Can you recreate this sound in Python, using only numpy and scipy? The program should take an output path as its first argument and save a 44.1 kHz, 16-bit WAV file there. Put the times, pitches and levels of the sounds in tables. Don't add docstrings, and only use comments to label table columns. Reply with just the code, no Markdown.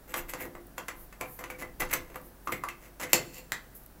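import sys
import numpy as np
from scipy import signal
from scipy.fft import rfft, irfft, next_fast_len
from scipy.io import wavfile

SR = 44100
rng = np.random.default_rng(int(sys.argv[2]) if len(sys.argv) > 2 else 0)


def wav_out(sig):
    wavfile.write(sys.argv[1], SR, np.round(np.clip(np.atleast_2d(sig).T, -1, 1) * 32767).astype(np.int16))


N = 176400
CLOCK = np.arange(N) / SR
SIZE = 32768
T = np.arange(SIZE) / SR
HZ = np.fft.rfftfreq(SIZE, 1 / SR)
LEAD_S = .02


def amp(db):
    return 10 ** (np.asarray(db) / 20)


def along(points, hz):
    pitches, values = np.transpose(points)
    return np.interp(np.log(hz + 1), np.log(pitches + 1), values)


def normed(x):
    return x / np.sqrt(np.sum(x ** 2) + 1e-20)


def add(track, start_s, sound):
    part = track[max(0, round(start_s * SR)):][:len(sound)]
    part += sound[:len(part)]


def causal(db):
    cepstrum = irfft(np.log(amp(db)))
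    cepstrum[1:SIZE // 2] *= 2
    cepstrum[SIZE // 2 + 1:] = 0
    return np.exp(rfft(cepstrum))


def evened(x):
    spectrum = rfft(x)
    half_hz = np.clip(.15 * HZ, 10, 800) / 2
    total = np.cumsum(np.abs(spectrum) ** 2)
    power = (np.interp(HZ + half_hz, HZ, total) - np.interp(HZ - half_hz, HZ, total)) / half_hz
    return normed(irfft(spectrum * causal(-10 * np.log10(np.abs(power) + 1e-12))))


def noise(tone):
    gain = amp(along(tone, np.fft.rfftfreq(N, 1 / SR)))
    return normed(irfft(rfft(rng.standard_normal(N)) * gain, N)) * np.sqrt(N)


# pitch_hz, gain_db
AIR_TONE = [(12, -22), (20, 5.5), (65, -10), (141, -4.5), (496, -12.5), (733, -13.5), (1080, -18.5),
            (1740, -19), (1950, -24), (2300, -26.5), (3310, -29.5), (5780, -29.5), (6840, -31),
            (11300, -27), (15800, -23)]
def background(air_db=-54.5, hum_hz=47.3, hum_db=-57.5):
    hum = np.sqrt(2) * np.sin(2 * np.pi * hum_hz * CLOCK)
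    return amp(air_db) * noise(AIR_TONE) + amp(hum_db) * hum


# start_s, length_s, then one drive_db for each of the five grip bands
SCRAPES = [(0.075, 0.058, -46, -56, -50, -50.5, -47.0), (0.155, 0.045, -42, -44, -38, -38, -33.5),
           (0.284, 0.028, -47, -54, -43, -42, -39), (0.365, 0.079, -49, -54, -41.5, -50, -48),
           (0.398, 0.037, -34, -47, -41, -45, -39), (1.585, 0.045, -42.5, -50, -46, -44, -45.5),
           (1.797, 0.013, -34.5, -40, -44, -34, -37), (1.885, 0.03, -65, -54, -45, -44, -50),
           (1.906, 0.015, -43.5, -44, -41, -41, -37), (1.932, 0.0074, -35.5, -34.5, -30.5, -28, -27),
           (2.801, 0.086, -51, -60, -53, -51, -53), (2.996, 0.015, -43.5, -41, -47, -38.5, -44.5),
           (3.02, 0.024, -39.5, -43, -35, -35.5, -41.5), (3.084, 0.059, -67, -54, -45.5, -48.5, -47)]
def scrapes():
    out = np.zeros(N)
    for start_s, length_s, *drive_db in SCRAPES:
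        add(out, start_s, strike(grind(length_s), grip(drive_db) * faucet()))
    return out


def grind(length_s, slips_per_s=240, jitter=.75, spread_db=5, decay_s=.0006, hiss=.2):
    stroke = np.abs(np.sin(np.pi * T / length_s)) ** .47 * (T < length_s)
    gaps, sizes = rng.uniform(-1, 1, (2, round(slips_per_s * SIZE / SR)))
    starts = np.cumsum(1 + jitter * gaps) - 1 + jitter
    slips = np.bincount((starts * SR / slips_per_s).astype(int), amp(spread_db * sizes), SIZE)[:SIZE]
    crackle = signal.lfilter([1], [1, -np.exp(-1 / (decay_s * SR))], slips)
    return stroke * (crackle + hiss) * rng.standard_normal(SIZE)


GRIP_BANDS = [400, 1100, 2200, 6000, 12500]
def grip(drive_db):
    return causal(along(list(zip(GRIP_BANDS, drive_db)), HZ))


# pitch_hz, gain_db
FAUCET_TONE = [(40, -24), (130, -11.5), (260, -12), (600, 0.5), (1100, 0.5), (1600, 1), (2200, -2.5),
               (2900, -8), (3600, -12), (5200, -14.5), (7500, -10.5), (9000, -22), (11600, -18),
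               (14000, -7.5), (15800, -16.5)]
# pitch_hz, width_hz, boost_db
FAUCET_RINGS = [(283.5, 26, 12), (346.5, 5.4, 18.5), (506.7, 8.5, 16.5), (1018, 31, 6), (1176, 59, 4.5),
                (2050, 190, 6.5), (2690, 113, 6), (4540, 210, 1.5), (6220, 130, 6), (7050, 180, 5),
                (7870, 190, 9.5), (10450, 320, 17), (10800, 120, 14.5), (12200, 140, 11.5), (13200, 300, 8),
                (13770, 320, 6.5)]
def faucet(basin_below_hz=600, scatter_db=3.5, max_detune=.015):
    hz, width_hz, boost_db = np.transpose(FAUCET_RINGS)
    spout = hz > basin_below_hz
    scatter = scatter_db * np.clip(rng.standard_normal(len(hz)), -1, 1)
    detune = max_detune * rng.uniform(-1, 1, len(hz))
    return resonant(FAUCET_TONE, zip(hz * (1 + detune * spout), width_hz, boost_db + scatter * spout))


def resonant(tone, rings):
    peaks = sum((amp(db) ** 2 - 1) / (1 + (2 * (HZ - hz) / width) ** 2) for hz, width, db in rings)
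    gain_db = along(tone, HZ) + 10 * np.log10(np.maximum(1 + peaks, .1))
    return rfft(normed(irfft(causal(gain_db))))


def strike(force, part):
    return irfft(rfft(evened(force)) * part * room()) * np.sqrt(.03 * SR)


# pitch_hz, fade_s
ECHO_FADE = [(120, 0.56), (500, 0.23), (1400, 0.25), (2200, 0.19), (4000, 0.2), (9000, 0.13), (15000, 0.13)]
# pitch_hz, gain_db
ECHO_TONE = [(150, 14.5), (500, 3), (2000, -0.5), (6000, -1), (13000, -4.5)]
def room(wall_delay_s=.0016, rise_s=.0017, late_fade_s=1, late_db=-20):
    hz, t, bands = signal.stft(rng.standard_normal(SIZE), SR, nperseg=256)
    fade_s = along(ECHO_FADE, hz)[:, None]
    early = amp(-60 * t / fade_s) / np.sqrt(fade_s)
    late = amp(late_db - 60 * t / late_fade_s) / np.sqrt(late_fade_s)
    echo = signal.istft(bands * (early + late), SR, nperseg=256)[1][:SIZE]
    echo = evened(echo * np.clip((T - wall_delay_s) / rise_s, 0, 1))
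    return 1 + rfft(echo) * causal(along(ECHO_TONE, HZ))


# start_s, rise_s, then one drive_db for each of the five grip bands
CLICKS = [(0.14, 0.0019, -41, -35.5, -35.5, -36, -44.5), (0.336, 0.001, -41, -41, -45.5, -40, -46),
          (0.454, 0.00075, -44.5, -50, -61, -55, -57), (0.5511, 0.0017, -44, -49.5, -55.5, -60, -62),
          (0.78, 0.0015, -45, -40.0, -43.5, -43, -46.5), (0.8828, 0.0012, -69, -46.5, -42, -41, -46),
          (0.8871, 0.00091, -47.5, -47, -39.5, -51, -61), (1.125, 0.0026, -60, -55.5, -58, -55.5, -60),
          (1.2107, 0.0011, -41, -41.5, -45.5, -42, -41), (1.257, 0.0016, -62, -55, -52, -76, -61),
          (1.389, 0.0037, -48, -48, -52.5, -48, -48), (1.407, 0.0027, -46, -48, -54, -62.0, -55),
          (1.439, 0.0014, -52, -46.5, -43, -45.5, -55), (1.4995, 0.0043, -45.5, -45.5, -46, -48, -50.5),
          (1.6206, 0.0024, -41, -46, -46.5, -53, -47.5), (1.804, 0.0035, -41, -49, -35, -42.5, -35),
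          (1.820, 0.0013, -37, -37, -37.5, -37.5, -70), (1.929, 0.0012, -54, -42.5, -34.5, -48, -34),
          (2.0993, 0.0023, -48, -61, -58.5, -64, -63), (2.1431, 0.0022, -52, -59.5, -52, -60, -65),
          (2.1575, 0.0015, -45, -44.5, -47.5, -52.5, -48.5), (2.473, 0.0017, -41, -60, -44.5, -45, -54.5),
          (2.5208, 0.0026, -34.5, -45.5, -35, -41, -37.5), (2.637, 0.0016, -47.5, -38.5, -48, -47, -48.5),
          (2.686, 0.002, -74, -55, -38, -44.5, -49), (3.012, 0.0019, -44, -47, -45, -45, -46),
          (3.029, 0.0021, -45, -51, -48, -49, -50)]
def clicks(boost_db=2.5, creak_s=.0032, creak_db=-17):
    out = np.zeros(N)
    creak = amp(creak_db) * np.exp(-np.abs(T - LEAD_S) / creak_s)
    for start_s, rise_s, *drive_db in CLICKS:
        force = (creak + slip(rise_s)) * rng.standard_normal(SIZE)
        add(out, start_s - LEAD_S, strike(force, grip(drive_db) * faucet()))
    return amp(boost_db) * out


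def slip(rise_s):
    age = np.maximum(T - LEAD_S, 0) / rise_s
    return age ** 2 * np.exp(2 - 2 * age)


# start_s, pitch_hz, level_db, fade_s (to fall by 60 dB)
POPS = [(.141, 3250, -24, 0.008), (.7815, 3260, -31, 0.01), (1.2111, 2330, -18.5, .01),
        (1.2113, 727, -22.5, 0.012), (1.501, 2280, -31, 0.026), (1.621, 2003, -36, 0.12),
        (1.806, 2010, -28.5, 0.075), (1.804, 10540, -27, 0.031), (1.937, 6200, -24, 0.022),
        (2.473, 1176, -15, 0.012), (2.4925, 1190, -19.5, 0.01), (2.524, 2080, -27.5, 0.042),
        (2.6366, 1160, -19.5, 0.021), (2.687, 2110, -32, .025)]
def pops(attack_s=.00063, echo_db=-1):
    out = np.zeros(N)
    for start_s, pitch_hz, level_db, fade_s in POPS:
        loudness = amp(level_db - 60 * T / fade_s) * (1 - np.exp(-T / attack_s))
        ring = np.sin(2 * np.pi * pitch_hz * T) * loudness
        echo = amp(echo_db) * (room() - 1)
        add(out, start_s, irfft(rfft(ring) * (1 + echo)))
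    return out


# middle_s, half_length_s, level_db
RUMBLES = [(.26, 0.067, -46), (.55, 0.062, -53.5), (1.02, 0.049, -57), (1.87, 0.15, -46)]
# pitch_hz, gain_db
RUMBLE_TONE = [(10, -15), (22, 5), (31, -0.5), (45, -10), (90, -18), (300, -66), (1000, -120)]
# middle_s, half_length_s, level_db
BRUSHES = [(.425, 0.029, -49), (1.015, 0.036, -51.5), (1.33, 0.048, -49), (2.265, 0.027, -55),
           (2.48, 0.024, -53.5), (2.55, 0.033, -53.5), (3.765, 0.01, -48.5), (3.8, 0.032, -56.5)]
# middle_s, level_db
TICKS = [(0.67, -46), (2.216, -49), (3.837, -50), (3.863, -41), (3.753, -42)]
# pitch_hz, gain_db
SKIN_TONE = [(100, -53), (3000, -37), (7000, -12), (9500, -7.5), (11000, 1), (14000, 4), (16000, -2)]
def fingers(tick_s=.0011):
    ticks = sum(amp(db) * np.exp(-np.abs(CLOCK - middle_s) / tick_s) for middle_s, db in TICKS)
    skin = (swells(BRUSHES) + ticks) * noise(SKIN_TONE)
    return skin + swells(RUMBLES) * noise(RUMBLE_TONE)


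def swells(rows):
    return sum(amp(db) * np.exp(-.5 * ((CLOCK - middle_s) / half_s) ** 2) for middle_s, half_s, db in rows)


# start_s, rise_s, level_db
SNAP = (3.1313, 0.0012, -20.5)
# pitch_hz, gain_db
FITTING_TONE = [(40, -42), (130, -13), (300, -8), (520, -4), (850, -1.5), (1350, -7.5), (2000, -3.5),
                (2800, -1.5), (3600, -10.5), (5000, -7.5), (7400, -4), (9000, -10.5), (11600, -10),
                (14000, -0.5), (15800, -9)]
# pitch_hz, width_hz, boost_db
FITTING_RINGS = [(342.4, 5.7, 13.5), (509, 11.5, 16.5), (2030, 90, 9), (2620, 97, 8), (2760, 160, 6),
                 (4490, 450, 8.5), (5500, 82, 5.5), (7040, 140, 9.5), (7580, 110, 11.5), (10700, 460, 8.5),
                 (12400, 380, 6), (13860, 190, 7)]
# start_s, length_s, level_db
RUB = (3.325, 0.082, -46)
# start_s, rise_s, level_db
KNOCK = (3.5199, 0.00083, -34)
# pitch_hz, gain_db
KNOCK_TONE = [(100, -20), (500, -11), (1600, -2), (2900, -9), (9500, -14), (14000, -10), (15800, -17)]
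# pitch_hz, width_hz, boost_db
TUBE_RINGS = [(1950, 210, 12.5), (3880, 140, 12.5), (5600, 130, -4), (7400, 300, 11)]
def snap_free():
    out = np.zeros(N)
    fitting = resonant(FITTING_TONE, FITTING_RINGS)
    tube = resonant(KNOCK_TONE, TUBE_RINGS)
    for (start_s, rise_s, level_db), part in (SNAP, fitting), (KNOCK, tube):
        force = slip(rise_s) * rng.standard_normal(SIZE)
        add(out, start_s - LEAD_S, amp(level_db) * strike(force, part))
    start_s, length_s, level_db = RUB
    add(out, start_s, amp(level_db) * strike(grind(length_s), fitting))
    return out


def scene():
    return (clicks() + snap_free() + scrapes() + pops() + fingers() + background())[None]


def record(dry, top_hz=15850, edge_hz=300):
    size = next_fast_len(N + SIZE)
    hz = np.fft.rfftfreq(size, 1 / SR)
    kept = np.clip((top_hz - hz) / edge_hz + .5, 0, 1)
    return irfft(rfft(dry, size) * kept, size)[:, :N]


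dry = scene()
out = record(dry)
wav_out(out)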